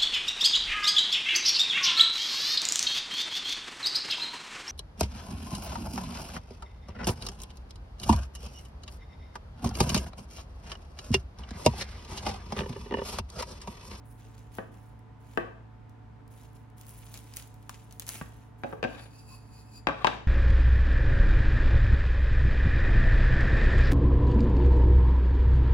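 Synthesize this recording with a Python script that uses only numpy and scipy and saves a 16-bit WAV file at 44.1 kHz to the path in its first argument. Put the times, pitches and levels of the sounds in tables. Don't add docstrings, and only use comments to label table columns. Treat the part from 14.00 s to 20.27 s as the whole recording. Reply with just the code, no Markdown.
import sys
import numpy as np
from scipy import signal
from scipy.fft import rfft, irfft
from scipy.io import wavfile
from scipy.ndimage import uniform_filter1d, map_coordinates

SR = 44100
rng = np.random.default_rng(int(sys.argv[2]) if len(sys.argv) > 2 else 0)


def to_wav(s):
    ch = np.atleast_2d(s).T
    pcm = np.round(np.clip(ch, -1, 1) * 32767)
    wavfile.write(sys.argv[1], SR, pcm.astype(np.int16))


N = 276507
TIME = np.arange(N) / SR

# (time [s], level [dB], strongest pitch [Hz])
SNAPS = [(0.1244, -50, 11000), (0.2, -46, 3300), (0.35, -49, 8000), (0.38, -40, 4500), (0.392, -45, 7000),
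         (0.542, -46, 7000), (0.552, -39, 9100), (0.5715, -44, 8000), (0.742, -46.5, 4000),
         (0.992, -51, 9000), (1.3744, -38, 10000), (1.895, -49.5, 5960), (2.2784, -46.5, 8000),
         (2.314, -50, 10000), (2.412, -48, 9000), (2.532, -50, 11000), (2.569, -52, 7000),
         (2.701, -52, 8000), (2.782, -40, 11000), (2.812, -34, 7000), (2.867, -38, 11000),
         (2.893, -35.5, 10000), (2.9665, -49, 10000), (3.055, -43, 9000), (3.066, -38, 3480),
         (3.1412, -25.5, 5080), (3.155, -33, 2300), (3.1749, -28, 5500), (3.242, -42, 9000),
         (3.338, -29.5, 4970), (3.363, -26, 11000), (3.3694, -18, 9700), (3.398, -32.5, 3620),
         (3.424, -34.5, 7040), (3.474, -40, 10000), (3.542, -41.5, 10200), (3.627, -47, 12100),
         (3.694, -24, 5530), (3.743, -35.5, 3800), (3.91, -37.5, 5000), (3.925, -34, 10200),
         (3.997, -18, 9400), (4.0214, -28.5, 5000), (4.0665, -29, 9000), (4.082, -25, 10000),
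         (4.0905, -15, 7140)]
MIDDLE_HZ = 8000
FILM_LAG_MS, FOLD_LAG_MS = -0.183, 0.041


def amp(db):
    return 10 ** (np.asarray(db) / 20)


def evened(x):
    return x / np.sqrt(np.mean(x ** 2) + 1e-20)


def read(points, hz):
    f, value = np.transpose(points)
    return np.interp(np.log(hz + 1), np.log(f + 1), value)


def bump(hz, centre_hz, octaves):
    return np.exp(-(np.log2((hz + 1) / centre_hz) / octaves) ** 2)


def add(mix, s, sound):
    part = mix[:, max(round(s * SR), 0):][:, :sound.shape[-1]]
    part += sound[..., :part.shape[-1]]


def panned(db):
    return amp([[db / 2], [-db / 2]])


def ears(lag_ms, size=128):
    lag = lag_ms * SR / 1000
    return np.sinc(np.arange(size) - np.maximum([[-lag], [lag]], 0))


def alike(z):
    # (pitch [Hz], likeness [0 to 1])
    likeness = [(60, 0.3), (150, 0.91), (300, 0.21), (700, 0.012), (2000, 0.25), (10000, 0.047)]
    same = np.clip(read(likeness, np.linspace(0, SR / 2, z.shape[1])), -1, 1)
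    return np.array([z[0], same * z[0] + np.sqrt(1 - same ** 2) * z[1]])


def convolve(x, response):
    return signal.fftconvolve(np.atleast_2d(x), np.atleast_2d(response), axes=1)[:, :N]


def pulse(db_at, size=4096):
    hz = abs(np.fft.fftfreq(size, 1 / SR))
    log_gain = np.log(amp(np.maximum(db_at(hz), -100)))
    return np.fft.ifft(np.exp(np.conj(signal.hilbert(log_gain)))).real[:size // 2]


def coloured(x, spectrum):
    return convolve(x, pulse(lambda hz: read(spectrum, hz)))


def resonant(x, modes):
    def power(hz):
        return sum(amp(db) ** 2 / (1 + (2 * (hz - f) / width) ** 2) ** 1.22 for f, width, db in modes)
    return evened(convolve(x, pulse(lambda hz: 10 * np.log10(power(hz)))))


def dispersed(x, lag_s):
    hz = np.fft.rfftfreq(2 * len(x), 1 / SR)
    delay = np.exp(-4j * np.pi * lag_s * np.sqrt(1000 * hz))
    return irfft(rfft(x, 2 * len(x)) * delay)[:len(x)]


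def wander(rate_hz):
    hz = np.fft.rfftfreq(N, 1 / SR)
    return evened(irfft(rfft(rng.standard_normal(N)) * np.exp(-(hz / rate_hz) ** 2), N))


def patchy(x, depth_db, patch_hz=900, patch_s=.018):
    z = signal.stft(x, nperseg=256)[2]
    patches = rng.standard_normal(z.shape[1:])
    for axis, span in enumerate([patch_hz * 256 / SR, patch_s * SR / 128]):
        patches = uniform_filter1d(patches, max(round(span), 1), axis)
    return evened(signal.istft(z * amp(depth_db * evened(patches)), nperseg=256)[1][:, :N])


def scatter(t60_at, seconds, rise_s):
    size = int(seconds * SR)
    hz, t, z = signal.stft(rng.choice([-1., 1.], (2, size)), SR, nperseg=128)
    tail = signal.istft(z * amp(-60 * t / t60_at(hz)[:, None]), SR, nperseg=128)[1][:, :size]
    z = alike(rfft(tail * (1 - np.exp(-np.arange(size) / SR / rise_s))))
    z /= np.sqrt(uniform_filter1d(abs(z) ** 2, size=int(seconds * 200), axis=1))
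    return irfft(z, size) * np.minimum(1, np.linspace(4, 0, size)) ** 4


def room(x):
    # (pitch [Hz], time to fade by 60 dB [s])
    fade_times = [(100, 0.72), (300, 0.45), (1000, 0.47), (3000, 0.48), (7000, 0.56), (15000, 0.092)]
    return convolve(x, scatter(lambda hz: read(fade_times, hz), seconds=.6, rise_s=0.00011))


def grains(per_s, spread_db, clump_db, lag_ms, stray_share=.35, max_shift=12):
    size = amp(spread_db * np.minimum(rng.exponential(1, N), 3.5) + clump_db * wander(49))
    clicks = size * rng.choice([-1, 1], N) * (rng.random(N) < per_s / SR)
    shift = rng.integers(-max_shift, max_shift, N) * (rng.random(N) < stray_share)
    right = sum(np.roll(clicks * (shift == k), k) for k in range(-max_shift, max_shift))
    return evened(convolve([clicks, right], ears(lag_ms)))


def gesture(start, length, db, swell_db, attack_s=0.017, release_s=0.052):
    t = np.maximum(TIME - start, 0)
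    held = amp(db + swell_db * (np.minimum(t / length, 1) - .5))
    return held * np.minimum(t / attack_s, 1) * np.exp(-np.maximum(t - length, 0) / release_s)


def together(strengths):
    return np.sqrt(sum(strength ** 2 for strength in strengths))


def humming_room(air_db=-54, waver_hz=0.67, flutter=0.033):
    # (pitch [Hz], level [dB])
    tones = [(58.7, -59.5), (110.7, -52), (140, -64), (220.7, -68.5), (283, -71), (443, -73.5),
             (739, -71.5), (886, -70.5), (996, -73.5)]
    # (pitch [Hz], level [dB])
    air_tone = [(20, -76), (48, -1.5), (81, -12), (100, -11.5), (172, -15.5), (270, -13), (380, -25),
                (440, -19.5), (500, -24.5), (900, -24.5), (1480, -29.5), (2500, -38.5), (4200, -47),
                (5800, -51), (8000, -55.5), (16000, -66)]
    noise = alike(rfft(rng.standard_normal((2, N))))
    air = irfft(noise * amp(read(air_tone, np.fft.rfftfreq(N, 1 / SR))), N)
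    hum = np.zeros(N)
    for hz, db in tones:
        strength = amp(db) * (1 + flutter * wander(12.0)) * np.sqrt(2)
        hum += strength * np.sin(2 * np.pi * np.cumsum(hz + waver_hz * wander(6.04)) / SR)
    return amp(air_db) * evened(air) + hum * panned(-2.7)


def film_rustle(fizz_db=1.5, ticks_db=-3, stray_db=5):
    # (start [s], length [s], fizz [dB], folds [dB], swell [dB])
    pulls = [(0.042, 0.074, -68.5, -82, 8), (0.172, 0.3, -75, -69, -7), (0.507, 0.045, -67, -64, 12),
             (0.707, 0.18, -74, -74, -2.5), (1.186, 0.16, -73.5, -70.5, 17), (2.298, 0.15, -67, -67, -1.5),
             (2.542, 0.038, -67.5, -65, -11), (2.762, 0.41, -63, -64.5, 3.5),
             (2.873, 0.043, -51.5, -61, -11), (3.135, 0.02, -54, -64, -13), (3.207, 0.13, -67, -65, 10),
             (3.355, 0.02, -50, -49, -3), (3.545, 0.62, -73, -71.5, 10), (3.712, 0.069, -70, -63.5, -4),
             (4.064, 0.085, -49.5, -47.5, 2), (4.23, 0.19, -72.5, -69, -0.5), (4.57, 0.15, -73, -70.5, 8)]
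    # (pitch [Hz], level [dB])
    fizz_tone = [(1500, -14), (4000, -23), (7000, -9.5), (9500, 0), (12300, -2), (13700, -11), (15300, -4)]
    # (pitch [Hz], level [dB])
    fold_tone = [(200, -6), (700, -8), (1500, -8), (2800, -4.5), (4500, -10), (7000, -7.5), (12000, -26.5)]
    fizz = together(gesture(s, length, db, swell) for s, length, db, _, swell in pulls)
    fizz = together([fizz, aftershocks(lean=0.42)])
    folds = together(gesture(s, length, db, swell) for s, length, _, db, swell in pulls)
    folds = together([folds, aftershocks(lean=-1.28)])
    small = grains(per_s=3200, spread_db=4.0, clump_db=2.2, lag_ms=FILM_LAG_MS)
    small = patchy(coloured(small, fizz_tone), depth_db=1.8)
    broad = grains(per_s=1600, spread_db=3.4, clump_db=1.6, lag_ms=FOLD_LAG_MS)
    broad = patchy(coloured(broad, fold_tone), depth_db=2.0)
    ticks = coloured(grains(per_s=70, spread_db=2.5, clump_db=1, lag_ms=FILM_LAG_MS), fizz_tone)
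    creases = amp(fizz_db) * small + amp(ticks_db) * ticks
    return fizz * creases + folds * broad + amp(stray_db) * stray_creases(fizz, folds)


def stray_creases(fizz, folds, count=1100, low_hz=2000, high_hz=12450, cycles=2.7, width_db=5):
    out, t = np.zeros((2, N)), np.arange(SR // 60) / SR
    for when, pitch, chance, side, turn in rng.random((count, 5)):
        hz, at = low_hz * (high_hz / low_hz) ** pitch, int(when * N)
        strength = pitch * fizz[at] + (1 - pitch) * folds[at]
        size = strength * amp(2 * min(-np.log(chance), 3)) * np.sqrt(hz / MIDDLE_HZ)
        ring = np.exp(-t * hz / cycles) * np.sin(2 * np.pi * (hz * t + np.array([[0], [turn - .5]]) / 2))
        add(out, at / SR, size * panned(width_db * (2 * side - 1)) * ring)
    return out


def film_snaps(gain_db=8.5, shiver_db=-3, width_octaves=1.65, humps_db=2.0, dull_hz=5100):
    out = np.zeros((2, N))
    for s, db, bright_hz in SNAPS:
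        size = rng.random()
        click = pulse(lambda hz: -12 * np.log(1 + (np.log2((hz + 1) / bright_hz) / width_octaves) ** 2)
                      + humps_db * np.sin(2 * np.pi * (np.log2(hz + 1) + size)))
        shiver = scatter(lambda hz: np.full(hz.shape, 100 / bright_hz), seconds=.04, rise_s=.0001)
        shiver *= amp(shiver_db)
        add(shiver, 0, ears(FOLD_LAG_MS if bright_hz < dull_hz else FILM_LAG_MS))
        snap = convolve(shiver, dispersed(click, lag_s=0.000782))
        add(out, s, amp(gain_db + db) * panned(2) * snap)
    return out


def aftershocks(lean, gain_db=-30, fade_s=0.019):
    power = np.zeros(N)
    for s, db, hz in SNAPS:
        power[round(s * SR)] += (amp(db + gain_db) * (hz / MIDDLE_HZ) ** lean) ** 2
    return np.sqrt(signal.lfilter([1], [1, -np.exp(-2 / (fade_s * SR))], power + 1e-20))


def tray_knocks(gain_db=8, ring_db=-45, room_db=-6, sway_db=-49, sway_hz=56, second_tray_s=4.5):
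    # (time [s], level [dB], hardness [Hz], low cut [Hz], favoured pitch [Hz],
    # its lift [dB], left over right [dB], freedom to ring [dB], right ear's delay [ms])
    contacts = [(0.5845, -11, 1270, 150, 514, 5.5, 1, 0, 0.2),
                (1.374, -2.5, 1520, 253, 440, 5.5, 1, 1.5, 0.18),
                (3.694, -23, 3500, 815, 1010, 12.5, 8.5, -28, -0.0095),
                (4.2126, -15, 1850, 69, 209, 5.5, 0, -7, 0.016),
                (4.635, -13.5, 1760, 160, 264, 9.5, 6, -1, 0.12),
                (4.644, -14, 780, 170, 605, 4.5, -8, 6, -0.25),
                (4.7258, -19.5, 1270, 200, 1630, 3.5, 9, -1, 0.15),
                (4.731, -15, 880, 200, 440, 8.5, -3, -0.5, 0.11),
                (4.828, -9.5, 2500, 134, 505, 10, 1.5, 0, 0.16),
                (4.8392, -12.5, 2500, 130, 540, 9.5, 6, 2.5, 0.11),
                (4.847, -13.5, 2170, 130, 239, 12.5, 3, 0.5, 0.087),
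                (5.87, -1.5, 2260, 222, 520, -2.5, 9, -0.5, 0.082),
                (5.8864, -8, 1930, 202, 520, 4, 4, -1, 0.12),
                (5.8938, -10, 1300, 260, 1180, 12, 7, -4.5, 0.21),
                (6.0452, -1.5, 2730, 220, 815, 8, 6, -2.5, 0.261),
                (6.0693, -1.5, 3700, 254, 3770, 4.5, 6.5, -5.5, -0.61),
                (6.073, -6.5, 1860, 290, 1100, 10, 10, -6.5, 0.24)]
    # (pitch [Hz], level [dB], time to fade by 60 dB [s])
    first_modes = [(200, 1, 0.18), (347, 2, 0.21), (450, 2, .14), (532.5, 6.5, 0.11), (566, -13, 0.22),
                   (657, 5, 0.16), (759, 10, 0.095), (1147, 16.5, 0.077), (1230, -1, .25),
                   (1560, 16, 0.044), (1704, 10, 0.12), (1776, 7, 0.14), (1893, 3.5, 0.2),
                   (2580, 14, 0.027), (3020, 10, 0.03)]
    # (pitch [Hz], level [dB], time to fade by 60 dB [s])
    second_modes = [(242.4, -2, 0.23), (288.6, -2, 0.34), (346, 3.5, 0.094), (438, -5, 0.43), (492, 3, .13),
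                    (551.7, 7.5, 0.14), (652, -4, 0.29), (743, 10.5, .11), (835, 7, .11), (931, 1, 0.12),
                    (1060, -1, .16), (1150, 7, .15), (1235, -0.5, 0.22), (1576, 19.5, 0.046),
                    (2434, 18.5, 0.027), (2610, 17.5, 0.025), (3140, 12, 0.019), (3800, 14.5, 0.02),
                    (4720, 13, 0.025), (5700, 13, .028)]
    # (pitch [Hz], level [dB])
    thud_tone = [(40, 16), (150, 14.5), (350, 5.5), (700, 6), (1100, 3), (1350, 4), (1650, 6), (2100, -1.5),
                 (2750, 3.5), (4200, -5), (7000, -6.5), (10000, -10), (16000, -11)]
    out, t = np.zeros((2, N)), np.arange(SR // 2) / SR
    for s, db, hard_hz, low_hz, favoured_hz, lift_db, pan_db, free_db, lag_ms in contacts:
        def push_db(hz):
            band = -10 * np.log10((1 + (hz / hard_hz) ** 4) * (1 + (low_hz / (hz + 1)) ** 4))
            return band + lift_db * (bump(hz, favoured_hz, 0.41)
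                                     - 0.34 * bump(hz, 2.18 * favoured_hz, 0.41))
        ring = tray_ring(first_modes if s < second_tray_s else second_modes, t)
        held_db = 0.14 * min(free_db, 0)
        board = scatter(lambda hz: 0.04 * (1 + hz / 2000) ** -.5, seconds=.15, rise_s=0.0014)
        board *= amp(held_db - 2) * panned(pan_db / 2)
        add(board, 0, amp(-2) * panned(pan_db) * ears(lag_ms))
        body = amp(ring_db + free_db) * ring * panned(pan_db / 2)
        add(body, 0, coloured(board, thud_tone))
        knock = amp(gain_db + db) * convolve(body, dispersed(pulse(push_db), lag_s=0.001108))
        add(out, s, knock)
        add(out, s, amp(room_db + held_db) * room(knock * panned(-pan_db / 2)))
        add(out, s, amp(gain_db + db + sway_db - 60 * t) * np.sin(2 * np.pi * sway_hz * t))
    return out


def tray_ring(modes, t, detune=0.0091, spot_db=1.7):
    out = np.zeros((2, len(t)))
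    for (hz, db, t60), (spot, grip, skew) in zip(modes, rng.standard_normal((len(modes), 3))):
        khz = hz / 1000
        pitch = hz * (1 + detune * grip * min(khz / 2, 1) ** 2)
        apart = np.sqrt(khz) * skew * np.array([[1], [-2]])
        out += amp(db + spot_db * spot - 60 * t / t60) * np.cos(2 * np.pi * pitch * t + apart)
    return out


def finger_rub(hold_s=4.85, hold_length_s=0.87, hold_db=-67.5, lift_db=6, grip_drift=.012):
    # (pitch [Hz], width [Hz], level [dB])
    tray_modes = [(1050, 92, -6), (2560, 98, 2), (4680, 410, 0.5), (5900, 250, -9), (7160, 340, -1),
                  (10260, 1140, -3.5), (15700, 1900, -17)]
    # (middle [s], length [s], level [dB], favoured pitch [Hz])
    strokes = [(4.933, 0.053, -66, 5900), (5.026, 0.047, -58, 9900), (5.178, 0.066, -65.5, 5940),
               (5.322, 0.058, -56.5, 2560), (5.577, 0.065, -64, 4700), (5.763, 0.046, -54.5, 7300)]
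    grit = grains(per_s=23000, spread_db=2.0, clump_db=1.5, lag_ms=0.057)
    skin = patchy(resonant(grit, tray_modes), depth_db=1.5)
    place = np.arange(N) + np.cumsum(grip_drift * wander(14))
    skin = np.array([map_coordinates(side, [place], order=3, mode="wrap") for side in skin])
    fingers = gesture(hold_s, hold_length_s, hold_db, swell_db=5, attack_s=.03, release_s=0.033) * skin
    for s, length, db, favoured_hz in strokes:
        near = abs(TIME - s) < 2 * length
        touch = pulse(lambda hz: lift_db * bump(hz, favoured_hz, octaves=0.083))
        stroke = evened(convolve(skin[:, near], touch)[:, :near.sum()])
        swell = np.exp(-2 * abs((TIME[near] - s) / length) ** 3)
        add(fingers, TIME[near][0], amp(db) * swell * stroke)
    pressure = amp(0.5 * wander(13.0))
    return pressure * fingers


def rim_drag():
    # (pitch [Hz], width [Hz], level [dB])
    board_modes = [(520, 770, -7), (780, 120, -4), (1154, 29, -4.5), (1580, 490, -7), (2500, 690, -9),
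                   (3600, 660, -10)]
    # (start [s], length [s], level [dB], swell [dB])
    drags = [(4.91, 0.076, -55, 13), (5.926, 0.15, -52, 20), (6.123, 0.145, -75, 15)]
    rim = resonant(grains(per_s=2100, spread_db=2.5, clump_db=-3.0, lag_ms=0.11), board_modes)
    return together(gesture(*drag) for drag in drags) * rim * panned(6.4)


def clay_squeaks(jitter=0.022):
    # (start [s], length [s], pitch [Hz], level [dB])
    slips = [(5.298, 0.058, 1050, -54), (5.737, 0.07, 4780, -54), (6.005, 0.029, 1168, -40.5)]
    out = np.zeros(N)
    for s, length, hz, db in slips:
        swell = np.sin(np.pi * np.clip((TIME - s) / length, 0, 1))
        pitch = hz * (1 + jitter * wander(206))
        out += amp(db) * swell * np.sin(2 * np.pi * np.cumsum(pitch) / SR)
    return out * panned(6.8)


def air_pocket(start_s=6.0456, length_s=0.023, first_hz=1110, last_hz=700, gain_db=-15.5):
    out, progress = np.zeros((2, N)), np.linspace(0, 1, int(length_s * SR))
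    turns = np.cumsum(first_hz + (last_hz - first_hz) * progress) / SR
    swell = np.minimum(20 * progress, 1) * (1 - progress) ** 1.2
    add(out, start_s, amp(gain_db) * swell * np.sin(2 * np.pi * turns))
    return panned(6) * convolve(out, ears(lag_ms=0.26))


def scene(handling_echo_db=-11, snap_echo_db=-13):
    handling = film_rustle() + finger_rub() + rim_drag() + clay_squeaks() + air_pocket()
    snaps = film_snaps()
    knocks = tray_knocks()
    echoes = room(amp(handling_echo_db) * handling + amp(snap_echo_db) * snaps)
    return humming_room() + handling + snaps + knocks + echoes


def record(dry, edge_hz=16000):
    low_pass = signal.firwin(255, edge_hz, window=("kaiser", 9), fs=SR)
    return signal.oaconvolve(dry, low_pass[None], "same")


dry = scene()
out = record(dry)
to_wav(out)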